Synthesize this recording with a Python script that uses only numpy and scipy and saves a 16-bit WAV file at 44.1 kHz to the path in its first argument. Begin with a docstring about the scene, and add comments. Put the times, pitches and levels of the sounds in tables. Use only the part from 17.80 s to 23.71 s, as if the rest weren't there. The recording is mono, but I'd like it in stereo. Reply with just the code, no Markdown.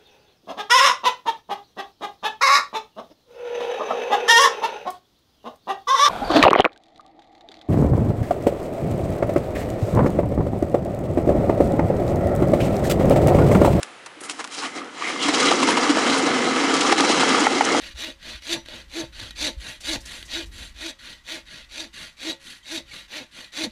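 """A little wind rumbles at a snowy forest edge. Some metres away a hand saw is at work on a fallen branch:
a light return, then a hard cutting stroke, twice a second. The teeth strike the wood at the speed of the
blade, tear its fibres and set branch and steel ringing; now and then a splinter snaps.
A dog trots past with soft thumps, crunching the snow crust from two seconds on, and is gone by three.
From about four seconds the blade gives a few brief squeaks in the kerf, and the sawing goes on."""
import sys
import numpy as np
from scipy import signal
from scipy.fft import rfft, irfft, next_fast_len
from scipy.io import wavfile
from scipy.ndimage import uniform_filter1d, map_coordinates

SR = 44100
rng = np.random.default_rng(int(sys.argv[2]) if len(sys.argv) > 2 else 0)


def log_audio(samples):
    """Write samples as a 16-bit WAV file to the path given in sys.argv[1]."""
    # one column per channel
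    frames = np.atleast_2d(samples).T
    # limit to full scale, then quantise
    limited = np.clip(frames, -1, 1)
    pcm = np.round(limited * 32767).astype(np.int16)
    wavfile.write(sys.argv[1], SR, pcm)


N = 260631
TIME = np.arange(N) / SR


def amp(db):
    """Decibels to gain."""
    return 10 ** (np.asarray(db) / 20)


def unit(x):
    """Scale to rms 1."""
    return x / np.sqrt(np.mean(x ** 2) + 1e-20)


def along(points, hz):
    """Read a curve of (Hz, value) points on a log frequency axis."""
    freqs, values = np.transpose(points)
    return np.interp(np.log(hz + 1), np.log(freqs), values)


def wobble(rate):
    """A smooth random curve, rate knots a second."""
    return map_coordinates(rng.standard_normal(int(N * rate / SR) + 4), [TIME * rate])


def filtered(x, response):
    """Filter x by a complex response of frequency."""
    size = 2 * next_fast_len(N // 2 + SR // 4)
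    return irfft(rfft(x, size) * response(np.fft.rfftfreq(size, 1 / SR)), size)[..., :N]


def coloured(x, spectrum):
    """Minimum-phase EQ with the given spectrum; white noise keeps its power."""
    def response(hz):
        cepstrum = irfft(np.log(unit(amp(along(spectrum, hz)))))
        half = len(cepstrum) // 2
        return np.exp(rfft(np.r_[cepstrum[0], 2 * cepstrum[1:half], np.zeros(half)]))
    return filtered(x, response)


def high_shelf(x, treble_db, edge_hz):
    """Raise or lower everything above the edge."""
    treble = filtered(x, lambda hz: 1 / (1 + (edge_hz / (hz + 1)) ** 8))
    return x + (amp(treble_db) - 1) * treble


def resonate(x, modes):
    """Play x through a bank of (Hz, width in Hz, dB) resonances."""
    return filtered(x, lambda hz: sum(amp(db) * 1j * hz * width / (centre**2 - hz**2 + 1j * hz * width)
                                      for centre, width, db in modes))


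def damped_tones(rows, rise_s):
    """Sines that swell softly and die away, from (seconds, peak dB, Hz) rows."""
    out, t = np.zeros(N + SR), np.arange(SR // 4) / SR
    envelope = (t / rise_s * np.exp(1 - t / rise_s)) ** 2
    for start, db, hz in rows:
        out[round(start * SR):][:len(t)] += amp(db) * envelope * np.sin(2 * np.pi * hz * t)
    return out[:N]


# The wind's fader ride. Each row: time in seconds, relative level in dB.
WIND_RIDE = [(0, -47), (.35, -53), (.95, -48.5), (1.7, -44), (1.95, -54), (2.16, -37.5), (2.37, -46.5),
             (2.74, -39.5), (3.02, -48.5), (3.15, -57.5), (4.05, -53.5), (4.4, -62), (4.78, -63),
             (5.05, -53), (5.55, -66), (5.84, -62), (5.9, -54)]
# Tone of the wind and of the forest hush. Each row: frequency in Hz, relative level in dB.
RUMBLE_EQ = [(10, -17), (25, -0.5), (58, 2.5), (85, -8.5), (130, -17.5), (300, -22.5), (800, -48)]
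HUSH_EQ = [(30, -9), (200, -9.5), (500, -23), (1000, -14.5), (3000, -14.5), (8000, -26.5), (14000, -37)]
def wind():
    """Low wind rumble, nearly mono, over the faint, wider hush of the forest."""
    rumble_db = np.interp(TIME, *np.transpose(WIND_RIDE))
    rumble = coloured(rng.standard_normal(N) + 0.16 * rng.standard_normal((2, N)), RUMBLE_EQ)
    hush = coloured(rng.standard_normal(N) + 0.74 * rng.standard_normal((2, N)), HUSH_EQ)
    return amp(rumble_db - 2.5) * rumble + amp(-62) * hush


def travel(start, fastest, stop):
    """A stroke's samples, progress (-1 to 1), blade speed (0 to 1) and a gate that shuts at rest."""
    on = (TIME >= start) & (TIME < stop)
    progress = np.interp(TIME[on], [start, fastest, stop], [-1, 0, 1])
    speed = np.abs(np.cos(progress * np.pi / 2))
    return on, progress, speed, np.tanh(speed / 0.08)


# One return before each cut. Each row, in relative dB: level, lean toward the end, brightness,
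# drag on the branch.
RETURNS = [(-38.5, 2.5, -2, -8.5), (-37.6, 4, -3.5, -6.5), (-41.5, -5, -2.5, -0.5), (-38, -4.5, -0.5, -8),
           (-38.5, 0.5, 4.5, -5), (-39, -2, 6, -7.5), (-40.5, -4, 5, -7.5), (-43, -9.5, 0, -9.5),
           (-42, -3.5, -1, -8), (-40.3, -10.5, 2.5, -9), (-42.5, -3.5, 6, -13.5), (-41, -0.5, 1, -10.5),
           (-41.5, -4, 0.5, -5)]
def return_strokes(top_hz=247.4, swing_db=15.5):
    """Force, brightness, drag and tooth rate as the blade slides back lightly between the cuts."""
    force, bright_db, drag, rate = np.zeros((4, N))
    cut_starts, _, cut_stops = cut_times().T
    starts = [-0.054, *cut_stops]  # the saw is already on its way back
    for start, stop, (db, lean_db, treble_db, drag_db) in zip(starts, cut_starts, RETURNS):
        on, progress, speed, gate = travel(start, (start + stop) / 2, stop)
        force[on] = amp(db + lean_db * progress - swing_db * (1 - speed)) * gate
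        bright_db[on] = treble_db
        drag[on] = amp(drag_db) * speed
        rate[on] = top_hz * speed
    return force * grip(), bright_db, drag, rate


def teeth(rate, jitter, scatter_db):
    """One impulse of uneven size for each tooth that meets the wood."""
    passed = np.cumsum(rate) / SR + jitter * wobble(300)
    hit = np.diff(np.floor(np.maximum.accumulate(passed)), prepend=0) > 0
    return hit * amp(scatter_db * rng.standard_normal(N).clip(-2, 2))


def tearing(blows, decay_s, rub, clump_db, grain_db=5):
    """Each tooth tears a short burst of tiny fibre cracks, over the steady rub of the blade."""
    bursts = unit(signal.lfilter([1], [1, -np.exp(-1 / (decay_s * SR))], blows))
    cracks = rng.standard_normal(N) * amp(grain_db * rng.standard_normal(N).clip(-3, 3))
    clumps = amp(clump_db * wobble(130))
    return shimmer(cracks * (bursts + rub) * clumps, depth_db=2.5)


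def shimmer(x, depth_db):
    """As the blade slides, its many small resonances swell and fade."""
    bands = signal.stft(x, nperseg=512)[2]
    swell = uniform_filter1d(rng.standard_normal(bands.shape), size=2, axis=0)
    swell = unit(uniform_filter1d(swell, size=5, axis=1))
    return unit(signal.istft(bands * amp(depth_db * swell), nperseg=512)[1][:N])


# Tone of the rasp in each direction. Each row: frequency in Hz, relative level in dB.
RETURN_EQ = [(300, -4), (600, -23), (900, -15.5), (1400, -4), (1900, -1), (2600, -1), (3700, 2),
             (4500, 0.5), (5200, -12), (6000, -7.5), (7500, -12), (8700, -19.5), (9800, -14),
             (12000, -25.5), (14000, -39.5)]
CUT_EQ = [(300, -20.5), (700, -15.5), (1100, -15.5), (1800, -5.5), (2300, -2.5), (3100, -6.5), (3700, 3),
          (4200, -1.5), (4750, -1.5), (5100, -14.5), (5900, -6), (7500, -11.5), (8700, -21.5), (9800, -15),
          (12000, -27.5), (14000, -41)]
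def rasp(slide, slide_bright_db, bite, bite_bright_db, cracks):
    """The tearing fibres heard directly; a deeper bite gives a sharper edge."""
    back = coloured(high_shelf(slide, slide_bright_db, edge_hz=6900), RETURN_EQ)
    forward = coloured(high_shelf(bite, bite_bright_db + 11.5, edge_hz=3340), CUT_EQ)
    return amp(-0.5) * back + amp(-3) * forward + coloured(cracks, RETURN_EQ)


# The woody body of the branch. Each row: mode frequency in Hz, width in Hz, gain in dB.
BRANCH_MODES = [(129, 11, -12.5), (235, 17, -13.5), (283, 49, -10.5), (333.7, 13.5, -3.5), (515, 114, -11),
                (545.6, 4.5, -11.5), (613.5, 18.4, -6), (824, 29, -23), (885, 17.4, -11)]
def branch_ring(blows, cut_force, drag_force, knocks):
    """Tooth blows, friction, judder and knocks shake the modes of the branch."""
    push = cut_force * (amp(31) * blows + amp(-1) * rng.standard_normal(N))
    pull = drag_force * (amp(39.5) * blows + amp(19.5) * rng.standard_normal(N))
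    return resonate(push + pull + judder(blows) + amp(16.5) * knocks, BRANCH_MODES)


# The steel's ring. Each row: mode frequency in Hz, width in Hz, gain in dB.
BLADE_MODES = [(1913, 12, -2), (2007, 10, -3), (2175, 20, -8), (2440, 25, -9), (2896, 40, -6),
               (3079, 20, -10), (3308, 20, -9), (3470, 50, -7), (3838, 20, -6), (4816, 30, -8),
               (5880, 12, -16)]
def blade_ring(bite, slide, cracks, return_force):
    """The blade rings more freely the further it is drawn out; its two lowest modes sing on returns."""
    starts, _, stops = cut_times().T
    drawn_out = np.interp(TIME, np.c_[starts, stops].ravel(), np.tile([1, 0], len(CUTS)))
    freedom = amp(6 * drawn_out + 3.1 * wobble(3.88))
    drive = amp(8) * bite + amp(8.5) * slide + amp(16) * cracks
    singing = unit(resonate(np.sqrt(return_force) * rng.standard_normal(N), BLADE_MODES[:2]))
    return resonate(freedom * drive, BLADE_MODES) + amp(-56.5) * singing


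# The dog's footfalls. Each row: start in seconds, peak in dB, pitch in Hz.
PAWS = [(.14, -36.5, 60.5), (.54, -38, 60.4), (1.41, -38, 100.4), (1.765, -28.5, 55.4), (2.665, -37, 58),
        (2.725, -36, 44.7)]
def paw_thumps():
    """Paws sink into the snow with a soft, low thump."""
    return damped_tones(PAWS, rise_s=0.016)


# The cuts, with all dB relative. Each row: start, speed-up and slow-down in seconds; level, lean toward
# the end and brightness in dB; delay of the deepest bite in seconds, its depth in dB;
# top tooth rate in Hz; branch hum and judder in dB.
CUTS = [(.142, 0.11, .132, -31, -9, -15.5, 0.052, 3.5, 323.7, -46, -32),
        (0.603, 0.12, .123, -29, -4.5, -13, 0.13, 5, 346, -32, -24),
        (1.074, 0.11, .137, -32, -3, -15, 0.13, 3.5, 340, -27, -24),
        (1.547, 0.095, .128, -25.5, -5.5, -11, 0.13, 2.5, 311.8, -32, -24),
        (1.993, 0.12, .111, -27.5, -2, -10, 0.15, 3.5, 323.6, -29.5, -22.5),
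        (2.47, .11, .132, -30, -13, -14.5, 0.16, 2, 339, -34, -36.5),
        (2.937, 0.12, .127, -32, -7, -14, 0.16, 4.5, 333.1, -38, -35.5),
        (3.436, 0.1, .114, -30.5, -5, -14.5, 0.087, 0, 329.8, -44.5, -38.5),
        (3.884, .126, .116, -32, -9.5, -13, 0.078, -0.5, 327, -44, -37),
        (4.361, 0.12, .114, -30, -5, -13.5, .146, 3, 327.3, -28, -31.5),
        (4.824, 0.12, .109, -31.5, -3.5, -11, 0.15, 3, 332, -34, -32),
        (5.275, 0.098, .136, -31, -8, -18, 0.097, 1.5, 310.3, -46, -31.5),
        (5.717, 0.094, .133, -29.5, -10.5, -13, 0.13, 5, 323.8, -27.5, -24)]
def cutting_strokes(swing_db=27, bite_half_s=0.019, hum_lean_db=-3.5):
    """Force, hum and tooth rate follow the blade's speed; the deepest bite lifts force and brightness."""
    force, bright_db, hum, rate = np.zeros((4, N))
    for (start, fastest, stop), cut in zip(cut_times(), CUTS):
        db, lean_db, treble_db, bite_s, bite_db, top_hz, hum_db = cut[3:10]
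        on, progress, speed, gate = travel(start, fastest, stop)
        past_bite = (TIME[on] - start - bite_s) / bite_half_s
        release = 0.34 * np.exp(-(past_bite - 2) ** 2)  # a dip as the chip breaks free
        depth_db = bite_db * (np.exp(-past_bite ** 2) - release)
        force[on] = amp(db + lean_db * progress + depth_db - swing_db * (1 - speed)) * gate
        bright_db[on] = treble_db + depth_db
        hum[on] = amp(hum_db + hum_lean_db * progress) * speed ** 11.5  # only near full speed
        rate[on] = top_hz * speed ** 1.25
    return force * grip(), bright_db, hum, rate


def cut_times():
    """Start, moment of top speed and stop of every cut, in seconds."""
    return np.cumsum(np.array(CUTS)[:, :3], axis=1)


def branch_hum(blows, centre_hz=334, width_hz=200):
    """The branch hums when the tooth rate meets its main mode."""
    body = [(centre_hz, width_hz, 0)]
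    return amp(35) * resonate(resonate(blows, body), body)


# Accents in the kerf. Each row: start in seconds, relative level in dB, knock in dB against the crack.
SNAPS = [(0.22, -17, -19), (.428, -26.5, -5), (.622, -27.5, -8), (.860, -22.5, -5), (.886, -23, 9),
         (0.938, -41, 10), (1.397, -18, 4.5), (1.508, -17.5, -11), (1.657, -12, -12), (2.005, -30, -12),
         (2.158, -11.5, -18), (2.255, -36, 0), (2.427, -19, -0.5), (3.521, -18, -20), (4.141, -37, -12),
         (4.498, -22, 7), (5.837, -20, -14)]
def snaps(decay_s, level_db):
    """A tooth catches or a splinter snaps: returns the sharp cracks and their knocks on the branch."""
    cracks, knocks = np.zeros((2, N + SR))
    t = np.arange(SR // 30) / SR
    for start, db, knock_db in SNAPS:
        crack = amp(db + level_db) * np.exp(-t / decay_s) * rng.standard_normal(len(t))
        cracks[round(start * SR):][:len(t)] += crack
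        knocks[round(start * SR):][:len(t)] += amp(knock_db) * crack
    return cracks[:N], knocks[:N]


def judder(blows, length_s=0.078, lowpass_hz=657):
    """The slowing teeth dig in: a push on the branch that groans down in pitch and jolts at random."""
    force = np.zeros(N)
    for (_, fastest, _), (*_, db) in zip(cut_times(), CUTS):
        force += amp(db) * np.interp(TIME - fastest, [0, length_s / 2, length_s], [0, 1, 0])
    jolts = force * (amp(35.5) * blows + amp(14.5) * rng.standard_normal(N))
    return filtered(jolts, lambda hz: 1 / (1 + 1j * hz / lowpass_hz))


# The teeth catch after a turn. Each entry: time in seconds.
CATCHES = [.426, .62, 1.8, 2.004, 2.254, 3.465, 4.139, 4.367, 4.828, 5.111, 5.718]
def grip(skim_db=-3, grab_db=1.5, fade_s=0.05):
    """Gain of the stroke around each catch: light while the blade skims, strong as the teeth grab."""
    db = np.zeros(N)
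    for catch in CATCHES:
        db += np.where(TIME < catch, skim_db, grab_db) * np.exp(-np.abs(TIME - catch) / fade_s)
    return amp(db)


# A thin steel sweetener. Each row: start in seconds, peak in dB, pitch in Hz.
ZINGS = [(.735, -45.5, 5880)]
def blade_zing():
    """The blade zings after the hardest bite."""
    return damped_tones(ZINGS, rise_s=0.033)


# Low wooden accents. Each row: start in seconds, peak in dB, pitch in Hz.
SNAGS = [(.762, -39, 123), (1.228, -37.5, 130), (2.158, -36, 120), (5.836, -25, 299), (5.866, -30.5, 225)]
def snag_thumps():
    """The slowing teeth snag and the branch thumps."""
    return damped_tones(SNAGS, rise_s=0.0092)


# Steps that break the crust. Each row: start in seconds, level in dB.
CRUNCHES = [(2.004, -44), (2.203, -48), (2.252, -41.5), (2.45, -47), (2.656, -52), (2.718, -59)]
# Tone of the crust. Each row: frequency in Hz, relative level in dB.
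CRUST_EQ = [(800, -5.5), (2500, -10), (5500, 3.5), (9500, -4.5), (14000, -19)]
def snow_crunch(rise_s=0.0085, grain_db=2.5):
    """Dense tiny ice grains break under the paws."""
    pressure = np.zeros(N)
    for start, db in CRUNCHES:
        age = np.maximum(TIME - start, 0) / rise_s
        pressure += amp(db) * age * np.exp(1 - age)
    grains = unit(rng.standard_normal(N) * amp(grain_db * wobble(900)))
    return coloured(pressure * grains, CRUST_EQ)


# Squeaks in the kerf. Each row: start in seconds, level in dB, pitch in Hz, length in seconds.
SQUEAKS = [(3.988, -30.5, 3750, 0.024), (4.526, -30.5, 3910, 0.013), (4.827, -48, 3160, 0.016),
           (4.969, -28, 3784, 0.02), (5.071, -53, 3770, 0.026), (5.109, -36.5, 2230, 0.021)]
def squeaks(sag=0.091, overtone_db=-12):
    """The blade sticks and slips: brief tones that fall a little in pitch."""
    out = np.zeros(N + SR)
    for start, db, hz, length in SQUEAKS:
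        progress = np.linspace(0, 1, round(length * SR))
        pitch = hz * (1 - sag * (progress - .5) + 0.0052 * wobble(490)[:len(progress)])
        phase = 2 * np.pi * np.cumsum(pitch) / SR
        tone = np.sin(phase) + amp(overtone_db) * np.sin(2 * phase)
        out[round(start * SR):][:len(tone)] += amp(db) * np.sin(np.pi * progress) ** 2 * tone
    return out[:N]


def saw():
    """One train of tooth blows tears the fibres, shakes the branch and rings the blade."""
    return_force, slide_bright_db, drag, return_rate = return_strokes()
    cut_force, bite_bright_db, hum, cut_rate = cutting_strokes()
    blows = teeth(cut_rate + return_rate, jitter=0.05, scatter_db=2)
    bite = cut_force * tearing(blows, decay_s=0.0017, rub=2.3, clump_db=1)
    slide = return_force * tearing(blows, decay_s=0.0039, rub=5, clump_db=1.08)
    cracks, knocks = snaps(decay_s=0.0025, level_db=-13.5)
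    fibres = rasp(slide, slide_bright_db, bite, bite_bright_db, cracks)
    wood = branch_ring(blows, cut_force, return_force * drag, knocks)
    steel = blade_ring(bite, slide, cracks, return_force)
    return fibres + wood + steel + branch_hum(hum * blows) + blade_zing() + snag_thumps() + squeaks()


# The saw's pan. Each row: frequency in Hz, left minus right in dB.
PAN_DB = [(60, -6.5), (110, 0.5), (200, 0), (380, -2.5), (700, -1), (1290, -2), (2380, -1.5), (4400, -1),
          (8120, -1.5), (15000, 3)]
# Its phase spread. Each row: frequency in Hz, lead of the left side in radians.
LEFT_LEAD = [(60, 0.047), (650, -0.053), (1550, 0.55), (1950, -0.39), (2600, -0.38), (3100, -0.83),
             (4500, -0.37), (5200, -0.73), (6100, 1), (6900, -2.05), (7500, 0.21), (8100, -0.86),
             (8900, -0.6)]
def direct_sound(x):
    """The direct sound reaches left and right at slightly different levels and times."""
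    sides = np.array([[.5], [-.5]])
    return filtered(x, lambda hz: amp(sides * along(PAN_DB, hz))
                    * np.exp(1j * sides * along(LEFT_LEAD, hz)))


# Early reflections off the lumpy snow. Each row: frequency in Hz, starting level in dB over the echo.
SNOW_SCATTER = [(300, -2), (1000, 22.5), (3000, 15), (9000, 10), (11500, 13), (12500, 30.5)]
# The tail among the trunks. Each row: frequency in Hz, seconds to fall by 60 dB.
TRUNK_DECAY = [(200, 0.2), (2000, 0.44), (10000, 0.16)]
def forest_reverb(x, scatter_t60_s=0.036):
    """Quick bright scatter from the snow, then a weak echo from the trunks."""
    hz, t, noise = signal.stft(rng.standard_normal((2, SR // 2)), SR, nperseg=256)
    early = amp(-60 * t / scatter_t60_s + along(SNOW_SCATTER, hz)[:, None])
    late = amp(-60 * t / along(TRUNK_DECAY, hz)[:, None])
    impulse = signal.istft(noise * (early + late), SR, nperseg=256)[1]
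    return signal.fftconvolve(x[None], impulse / np.linalg.norm(impulse[0]), axes=1)[:, :N]


def scene():
    """The saw among the trees, with the dog dry in the centre and the wind underneath."""
    sawing = saw()
    placed_saw = direct_sound(sawing) + amp(-1) * forest_reverb(sawing)
    dog = paw_thumps() + snow_crunch()
    return placed_saw + dog + wind()


def record(dry):
    """A steep high cut on the whole mix."""
    top_hz = 14700
    return filtered(dry, lambda hz: 1 / np.sqrt(1 + (hz / top_hz) ** 80))


dry = scene()
out = record(dry)
log_audio(out)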